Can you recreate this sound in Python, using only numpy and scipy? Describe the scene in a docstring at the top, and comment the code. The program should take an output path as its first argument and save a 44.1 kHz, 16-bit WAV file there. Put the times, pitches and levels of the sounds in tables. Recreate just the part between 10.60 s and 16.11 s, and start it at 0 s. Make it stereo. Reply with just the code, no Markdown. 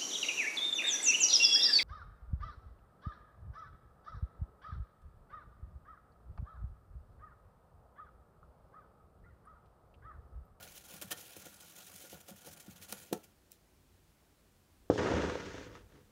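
"""A wet bristle brush scrubs a small disc on a sheet tray, knocking it about; the room falls quiet.
Then a plastic tub of parts lands on a bench and is pushed along it until it stops. One microphone, close.
Rubbing is made of random slips, coloured by what they shake; blows are smooth pushes that ring modes.
Short echoes, steady hiss and a wavering rumble lie behind both."""
import sys
import numpy as np
from scipy import signal
from scipy.io import wavfile
from scipy.ndimage import uniform_filter1d

SR = 44100
rng = np.random.default_rng(int(sys.argv[2]) if len(sys.argv) > 2 else 0)


def transcribe(u):
    """Save the signal u as a 16-bit wav file named by the first command-line argument.

    u: samples, shape (n,) or (channels, n), limited to [-1, 1]; the rate is SR.
    q: integer samples, one column per channel.
    """
    v = np.clip(np.atleast_2d(u).T, -1, 1)
    q = np.round(v * 32767).astype(np.int16)
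    wavfile.write(sys.argv[1], SR, q)


N = 242991
TIME = np.arange(N) / SR  # seconds

# Strokes of the brush. Each row: start in seconds, level in dB, length in seconds.
STROKES = [(0.027, -57, 0.031), (0.111, -54, 0.014), (0.144, -51, 0.048), (0.238, -57, 0.029),
           (0.28, -55, 0.13), (0.336, -44, 0.0078), (0.413, -41.5, 0.022), (0.505, -37.5, 0.027),
           (0.526, -31.5, 0.003), (0.571, -52.5, 0.042), (0.74, -58.5, 0.058), (0.819, -54, 0.0052),
           (0.85, -49, 0.027), (1, -58.5, 0.078), (1.079, -57, 0.038), (1.158, -56, 0.067),
           (1.252, -57, 0.055), (1.313, -58, 0.1), (1.403, -55.5, 0.089), (1.492, -56, 0.085),
           (1.563, -62, 0.032), (1.601, -54.5, 0.018), (1.663, -59.5, 0.066), (1.678, -52.5, 0.033),
           (1.758, -59, 0.045), (1.806, -58.5, 0.037), (1.843, -52.5, 0.057), (1.906, -55.5, 0.046),
           (1.962, -59, 0.027), (1.997, -56, 0.028), (2.025, -63, 0.035), (2.06, -56, 0.015),
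           (2.097, -60.5, 0.043), (2.158, -58.5, 0.039), (2.212, -53.5, 0.049), (2.28, -50, 0.074),
           (2.325, -37.5, 0.0053), (2.366, -55.5, 0.09), (2.525, -48, 0.02), (2.526, -36, 0.0093),
           (2.545, -62, 0.04), (2.631, -57.5, 0.025), (2.906, -68, 0.061)]
SOFT_STROKE_DB = -53.5  # harder strokes than this rise more slowly and drag the disc more


def brush():
    """Bristles hiss over the work, their drag shakes disc and tray, and the tray drums on the bench."""
    return bristles() + dragged_disc() + drumming_tray()


def bristles():
    """Thousands of bristle slips under the pressure of each stroke, with stiff tufts snapping off an edge."""
    # Bristles lying on the work between strokes. Each row: time in seconds, level in dB.
    contact = [(0.0, -55.5), (0.25, -62.5), (0.45, -60.5), (0.62, -54.5), (0.8, -57), (0.97, -62),
               (1.4, -59), (1.62, -66), (2.1, -73), (2.4, -63), (2.6, -69), (2.72, -82)]
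    # Bristle noise spectrum. Each row: frequency in Hz, relative level in dB per Hz.
    bristle_tone = [(1120, -33), (1900, -1.5), (2060, -7), (2250, 0), (2950, -0.5), (3190, 1), (3450, -1.5),
                    (4150, -0.5), (4490, -3), (5550, -1), (6060, 1.5), (7220, 1), (8240, -4), (9310, 0),
                    (15500, -2)]
    power = gain_of(follow(contact)[0]) ** 2
    for s, db, length in STROKES:
        add(power, s, (gain_of(db) * stroke_push(db, length)) ** 2)
    tips = np.sqrt(power) * grit(14000, spread_db=0.0, clump_db=2.5, clump_s=0.004)
    add_snaps(tips)
    return shifting(through(tips, colour(bristle_tone)), patch_db=1.5)


def add_snaps(tips):
    """Each snapping tuft is a burst of chatter that dies within milliseconds; a thin tuft sounds brighter."""
    # Each row: start in seconds, level in dB before the chatter's own peaks, treble lift in dB.
    snaps = [(0.4147, -31.5, -5), (0.578, -44, -4), (0.7662, -40, 0), (0.8574, -50, -4), (1.1902, -43, -6),
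             (1.3616, -40, -9), (1.534, -43, 5), (2.2322, -47, -5), (2.3248, -27.5, -7),
             (2.5302, -26, -7.5), (2.9187, -40, 11)]
    burst = np.exp(-TIME[:300] / 0.001)
    for s, db, lift_db in snaps:
        chatter = rng.standard_normal(300)
        thin = np.diff(chatter, prepend=0)  # the slope of the chatter holds its treble
        mixed = gain_of(-lift_db) * chatter + gain_of(lift_db - 3) * thin
        add(tips, s, gain_of(db - 10) * burst * mixed)


def dragged_disc():
    """Friction under the brush pulls in coarser slips that excite the broad modes of disc and tray."""
    # The disc shifting under the resting brush. Each row: time in seconds, level in dB.
    resting_drag = [(0.0, -57.5), (0.15, -69), (0.5, -65), (0.57, -63), (0.7, -63.5), (0.95, -67.5),
                    (1.5, -67.5), (2.0, -70), (2.55, -67.5), (2.72, -82)]
    # Disc and tray under friction. 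Each row: frequency in Hz, width in Hz,
    # relative level in dB before the allowance for width.
    friction_modes = [(333, 83, -11), (594, 35, -2), (742, 65, -4), (843, 260, 2.5), (1150, 82, -6),
                      (1430, 94, 3.5), (1646, 300, 0.5), (2290, 1000, -0.5), (3104, 330, -0.5)]
    drag_db, drag_per_db = -9.5, 0.2225  # drag against stroke level, and its growth per dB of stroke
    power = gain_of(follow(resting_drag)[0]) ** 2
    for s, db, length in STROKES:
        level_db = db + drag_db + drag_per_db * (db - SOFT_STROKE_DB)
        add(power, s, (gain_of(level_db) * stroke_push(db, length)) ** 2)
    pull = np.sqrt(power) * grit(6000, spread_db=2.0, clump_db=1.5, clump_s=0.0045)
    # a wide mode gets more level and a shorter t60
    body = ring([(hz, db + 10 * np.log10(width), 2.2 / width) for hz, width, db in friction_modes])
    return shifting(without_bass(through(pull, body), hz=248), patch_db=2.0)


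def drumming_tray():
    """The hand bears down and the whole tray drums on the bench: dying low noise over a faint shake."""
    # Each row: start in seconds, level in dB.
    presses = [(0.0, -59), (0.335, -54), (0.44, -54.5), (0.51, -57), (0.764, -59), (0.86, -63), (1.03, -71),
               (1.17, -69), (1.33, -62), (1.526, -56), (1.7, -63), (1.87, -56), (2.079, -55.5), (2.2, -58),
               (2.29, -58), (2.38, -63), (2.52, -59), (2.64, -63)]
    # Low drumming spectrum. Each row: frequency in Hz, relative level in dB per Hz.
    drum_tone = [(50, -34), (75, -5.5), (92, -0.5), (110, -12), (150, -5.5), (200, -7), (300, -35)]
    drum_t60, shake_db, shake_end_s = 0.32, -71.5, 2.45  # the shake lasts while the hand works
    power = sum(dying(s, db, drum_t60) for s, db in presses)
    power = power + (TIME < shake_end_s) * gain_of(shake_db) ** 2
    return through(np.sqrt(power) * rng.standard_normal(N), colour(drum_tone))


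def knocks():
    """The disc knocks on the tray: stiff spots ring higher and touch for less time."""
    # Each row: start in seconds, thud peak in dB before filtering, frequency this spot favours in Hz,
    # peak of the ringing in dB against the thud.
    disc_knocks = [(0.335, -54, 150, -2), (.416, -60.5, 500, 12), (0.44, -48.5, 137, 5.5),
                   (0.508, -64, 1490, 8), (0.513, -58, 1800, 3), (.517, -51, 3200, 17.5),
                   (0.528, -57, 720, 9), (.766, -43.5, 556, -7.5), (.866, -50, 550, -0.5),
                   (1.335, -65, 136, 10), (1.44, -62, 560, 12), (1.529, -45, 610, -1), (1.69, -59, 600, 11),
                   (1.711, -49, 199, 4.5), (1.871, -52, 677, 6.5), (2.08, -44, 206, -3),
                   (2.324, -57.5, 237, 13.5), (2.513, -49, 400, 5), (2.5261, -23, 370, -8),
                   (2.5294, -29.5, 830, -5)]
    # Modes of the tray. Each row: frequency in Hz, relative level in dB, t60 in seconds.
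    tray_modes = [(99, 4, .25), (132.8, -3, 0.39), (199.4, -2, 0.13), (230.4, 0, 0.1), (355.4, 1, 0.063),
                  (468, -8, 0.11), (556, 2.5, 0.087), (732, -2, 0.13), (880, 2, 0.051), (1170, -34, 0.14),
                  (1327, 4, 0.17), (1540, -13, .06), (1810, 10, 0.066), (3150, 12, 0.038)]
    usual_ms, usual_hz, law = 1.92, 622, 0.83
    rows = [(s, db, usual_ms * (usual_hz / hz) ** law, hz, ring_db) for s, db, hz, ring_db in disc_knocks]
    return without_bass(blows(rows, tray_modes), hz=166)


def tub():
    """The tub lands and bumps along the bench while grit grinds under its base."""
    return sliding_tub() + tub_bumps()


def tub_bumps():
    """Short contact favours higher modes; heavy blows are more thud than ring."""
    # Blows on the tub, landing first, then the base catching on the bench.
    # Each row: start in seconds, thud peak in dB before filtering, contact time in milliseconds.
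    bumps = [(4.3, -11, 2.32), (4.3012, -30, 0.86), (4.3062, -38, 2.9), (4.359, -27, 2.1),
             (4.407, -25, 2.6), (4.444, -32, 3.9), (4.488, -28, 1.8), (4.516, -33, 1.6),
             (4.545, -24.5, 2.35), (4.678, -37, 2.6), (4.755, -29.5, 1.64), (4.79, -45, 1.3),
             (4.943, -34.5, 2.5), (5.012, -38, 2.3), (5.066, -41, 3.2), (5.153, -40.5, 0.69)]
    # Modes of the tub. Each row: frequency in Hz, relative level in dB, t60 in seconds.
    tub_modes = [(110.6, 21, 0.51), (173, 15.5, 0.032), (309, -4.5, 0.15), (430.4, -7, 0.26),
                 (542, -2, 0.16), (733, -19, 0.21), (1000, -7, 0.078), (1287, 0, 0.065), (1940, -21, .045),
                 (2840, -5, 0.046)]
    usual_hz, usual_ms, law = 410, 2.32, 1
    ring_db, ring_per_db, light_db = -8.5, -0.16, -32  # ringing against thud, its change per dB of blow
    rows = [(s, db, ms, usual_hz * (usual_ms / ms) ** law, ring_db + ring_per_db * (db - light_db))
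            for s, db, ms in bumps]
    return blows(rows, tub_modes)


def sliding_tub():
    """Grit slips under the base: the same slips boom in the walls, scrape the bench and fizz on top."""
    # The tub is pushed, slows, jerks to a stop and is nudged once more.
    # Each row: time in seconds, scrape of the base in dB, boom of the walls in dB.
    slide = [(4.378, -43, -35), (4.41, -43.5, -32), (4.64, -44, -34.5), (4.75, -49.5, -42),
             (4.85, -53, -49.5), (4.92, -53, -46.5), (5.034, -56, -54.5), (5.1, -66.5, -56.5),
             (5.148, -62.5, -58), (5.151, -58, -54), (5.18, -65.5, -59.5), (5.27, -81, -72.5),
             (5.358, -70.5, -62.5), (5.49, -89, -77), (5.51, -78, -69)]
    # Spectra of walls, base and finest grit. Each row: frequency in Hz, relative level in dB per Hz.
    boom_tone = [(18, -43), (30, -36), (70, 3.5), (130, -10.5), (173, -3), (215, -5), (264, -1), (351, -3),
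                 (466, 0), (810, -14.5), (905, -8), (1090, -13.5), (1300, -14), (1690, -28), (2860, -120)]
    scrape_tone = [(470, -8), (800, -22.5), (905, -2.5), (1090, -9), (1430, -4), (1800, -2), (2200, -7),
                   (2960, -11), (4500, -37), (5850, -35), (9900, -120)]
    fizz_tone = [(2060, -21), (3500, -0.5), (4390, -3), (5620, -2), (6530, -4.5), (8320, -17),
                 (8990, -18.5), (10200, -32), (12000, -36), (15600, -66), (22000, -120)]
    landing_s, settle_s = 4.301, 0.077
    shudder_db, shudder_t60 = -29.5, 0.12  # the walls shudder after the landing
    settle_scrape_db, settle_fizz_db = -58.5, -56  # the parts inside settle
    fizz_db, fizz_top_db = -5.5, -48.5  # level against the scrape, and its soft ceiling

    scrape_db, boom_db = follow(slide)
    settle = (TIME >= landing_s) & (TIME < landing_s + settle_s)
    boom = np.sqrt(gain_of(boom_db) ** 2 + dying(landing_s, shudder_db, shudder_t60))
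    scrape = gain_of(scrape_db) + settle * gain_of(settle_scrape_db)
    capped = 1 / np.hypot(gain_of(-scrape_db - fizz_db), gain_of(-fizz_top_db))
    finest = capped + settle * gain_of(settle_fizz_db)

    slips = grit(5000, spread_db=2.5, clump_db=2.5, clump_s=0.0063)
    fine = evened(0.71 * slips + grit(14000, spread_db=3.0, clump_db=1.35, clump_s=0.0052))
    walls = through(boom * slips, colour(boom_tone))
    base = shifting(through(scrape * fine, colour(scrape_tone)), patch_db=0.5)
    fizz = shifting(through(finest * fine, colour(fizz_tone)), patch_db=0.8)
    return walls + base + fizz


def room(x):
    """Echoes: sparse taps of random sign, each band dying at its own speed."""
    # Each row: frequency in Hz, t60 in seconds.
    decay = [(100, 0.14), (500, 0.21), (2000, 0.14), (8000, 0.077)]
    taps = np.zeros(SR // 2)
    at = np.arange(200, SR // 2 - 20, 20)  # one tap in every 20 samples
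    taps[at + rng.integers(0, 20, len(at))] = rng.choice([-1., 1.], len(at))
    hz, t, z = signal.stft(taps, SR, nperseg=256)
    fade = gain_of(-60 * t / read(decay, hz)[:, None])
    tail = signal.istft(z * fade, SR, nperseg=256)[1]
    return through(x, tail / np.linalg.norm(tail))


def quiet_room():
    """Steady room and microphone hiss over a low rumble that wavers, both coloured noise."""
    # Spectra of hiss and rumble. Each row: frequency in Hz, relative level in dB per Hz.
    air = [(76, -25), (130, -10.5), (141, -5), (346, -7.5), (375, -7.5), (415, -11), (468, -11.5),
           (1150, -17.5), (2830, -22), (15500, -27)]
    rumble = [(12, -63), (20, -19.5), (59, -0.5), (74, -9.5), (92, -0.5), (124, -32), (140, -4),
              (160, -43.5), (210, -11.5), (350, -120)]
    # Each row: time in seconds, rumble level in dB.
    rumble_level = [(0.0, -70), (0.72, -82), (1.32, -82), (2.21, -79), (3.19, -69), (3.79, -71),
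                    (4.24, -67), (4.45, -65), (5.03, -59), (5.51, -62.5)]
    hiss = gain_of(-70) * through(rng.standard_normal(N), colour(air))
    low = through(rng.standard_normal(N), colour(rumble))
    return hiss + gain_of(follow(rumble_level)[0]) * low


def stroke_push(db, length):
    """Pressure of a stroke: start, held, let go; harder strokes dig in more slowly."""
    t = TIME[:SR // 5]
    rise = 0.004 * gain_of(0.5 * (db - SOFT_STROKE_DB))  # seconds
    rise = min(rise, 0.46 * length)  # within a share of the stroke
    return np.tanh(t / max(rise, 0.0005)) * np.exp(-(t / max(length, 0.003)) ** 4)


def grit(per_s, spread_db, clump_db, clump_s):
    """Random slips of random sign, a few large, coming in clumps."""
    chance, large = rng.random(N), rng.exponential(1, N)
    sign_noise, clump_noise = rng.standard_normal((2, N))
    size = max(round(clump_s * SR), 2)
    clumps = evened(uniform_filter1d(uniform_filter1d(clump_noise, size), size))
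    strength = gain_of(spread_db * np.minimum(large, 4) + clump_db * clumps)
    return evened((chance < per_s / SR) * np.sign(sign_noise) * strength)


def blows(rows, modes):
    """A smooth push: its slope is heard as a thud and sets the nearest modes ringing; short contact is brighter."""
    out = np.zeros(N)
    for s, db, contact_ms, spot_hz, ring_db in rows:
        phase = np.clip(TIME[:600] * 1000 / np.clip(contact_ms, 0.2, 12), 0, 1)
        thud = -np.gradient(np.sin(np.pi * phase) ** 3)
        # modes lose level with their squared distance in octaves from the spot
        body = ring([(hz, level - 7 * np.log2(hz / spot_hz) ** 2, t60) for hz, level, t60 in modes])
        ringing = np.convolve(body, thud)
        add(out, s, gain_of(db) * thud / abs(thud).max())
        add(out, s, gain_of(db + ring_db) * ringing / abs(ringing).max())
    return out


def ring(modes):
    """Impulse response of dying modes, energy 1."""
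    t = TIME[:SR // 2]
    taps = sum(gain_of(db - 60 * t / t60) * np.sin(2 * np.pi * hz * t) for hz, db, t60 in modes)
    return taps / np.linalg.norm(taps)


def dying(s, db, t60):
    """Power that starts at a time and dies away."""
    return (TIME >= s) * gain_of(db - 60 * np.maximum(TIME - s, 0) / t60) ** 2


def shifting(x, patch_db):
    """The rubbing contact keeps changing, so the colour of its noise drifts in patches."""
    z = signal.stft(x, nperseg=256)[2]
    patches = rng.standard_normal(z.shape)
    patches = uniform_filter1d(patches, size=7, axis=0)  # across frequency
    patches = evened(uniform_filter1d(patches, size=12, axis=1))  # along time
    return signal.istft(z * gain_of(patch_db * patches), nperseg=256)[1][:N]


def colour(points):
    """A causal impulse response of energy 1 with this spectrum."""
    half = np.log(gain_of(np.maximum(read(points, np.fft.rfftfreq(8192, 1 / SR)), -100)))
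    log_gain = np.concatenate([half, half[-2:0:-1]])
    # minimum phase comes from the Hilbert transform of the log gain
    taps = np.fft.ifft(np.exp(np.conj(signal.hilbert(log_gain)))).real[:4096]
    return taps / np.linalg.norm(taps)


def through(x, taps):
    """Convolution cut to length."""
    return signal.oaconvolve(x, taps)[:len(x)]


def without_bass(x, hz):
    """Small things and small microphones pass no deep bass."""
    return signal.sosfilt(signal.butter(3, hz, "high", fs=SR, output="sos"), x)


def gain_of(db):
    """Decibels to a factor."""
    return 10 ** (np.asarray(db) / 20)


def evened(x):
    """Scales to rms 1."""
    return x / np.sqrt(np.mean(x ** 2) + 1e-20)


def read(points, hz):
    """A curve over frequency, read between its points on a log scale."""
    f, value = np.transpose(points)
    return np.interp(np.log(hz + 1), np.log(f + 1), value)


def follow(rows):
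    """The dB columns of a curve at every sample, at -120 dB outside it."""
    s, *columns = np.transpose(rows)
    return [np.interp(TIME, s, db, -120, -120) for db in columns]


def add(mix, s, sound):
    """Mixes a sound in at a time."""
    part = mix[round(s * SR):][:len(sound)]
    part += sound[:len(part)]


def scene():
    """All sources reach one microphone, with the echoes 14 dB down."""
    near = without_bass(brush() + knocks() + tub(), hz=63)
    mono = near + gain_of(-14.0) * room(near) + quiet_room()
    return np.array([mono, mono])


def record(dry):
    """The amplifiers add a faint hiss of opposite sign in the two channels; then the band limit."""
    # Spectrum of that hiss. Each row: frequency in Hz, relative level in dB per Hz.
    apart = [(60, 0), (250, -5), (700, -7), (1500, -9), (15000, -9)]
    fuzz = gain_of(-76) * through(rng.standard_normal(N), colour(apart))
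    pair = dry + np.array([fuzz, -fuzz])
    lowpass = signal.firwin(511, 15800, window=("kaiser", 9), fs=SR)  # edge in Hz
    return signal.oaconvolve(pair, lowpass[None], "same")


dry = scene()
out = record(dry)
transcribe(out)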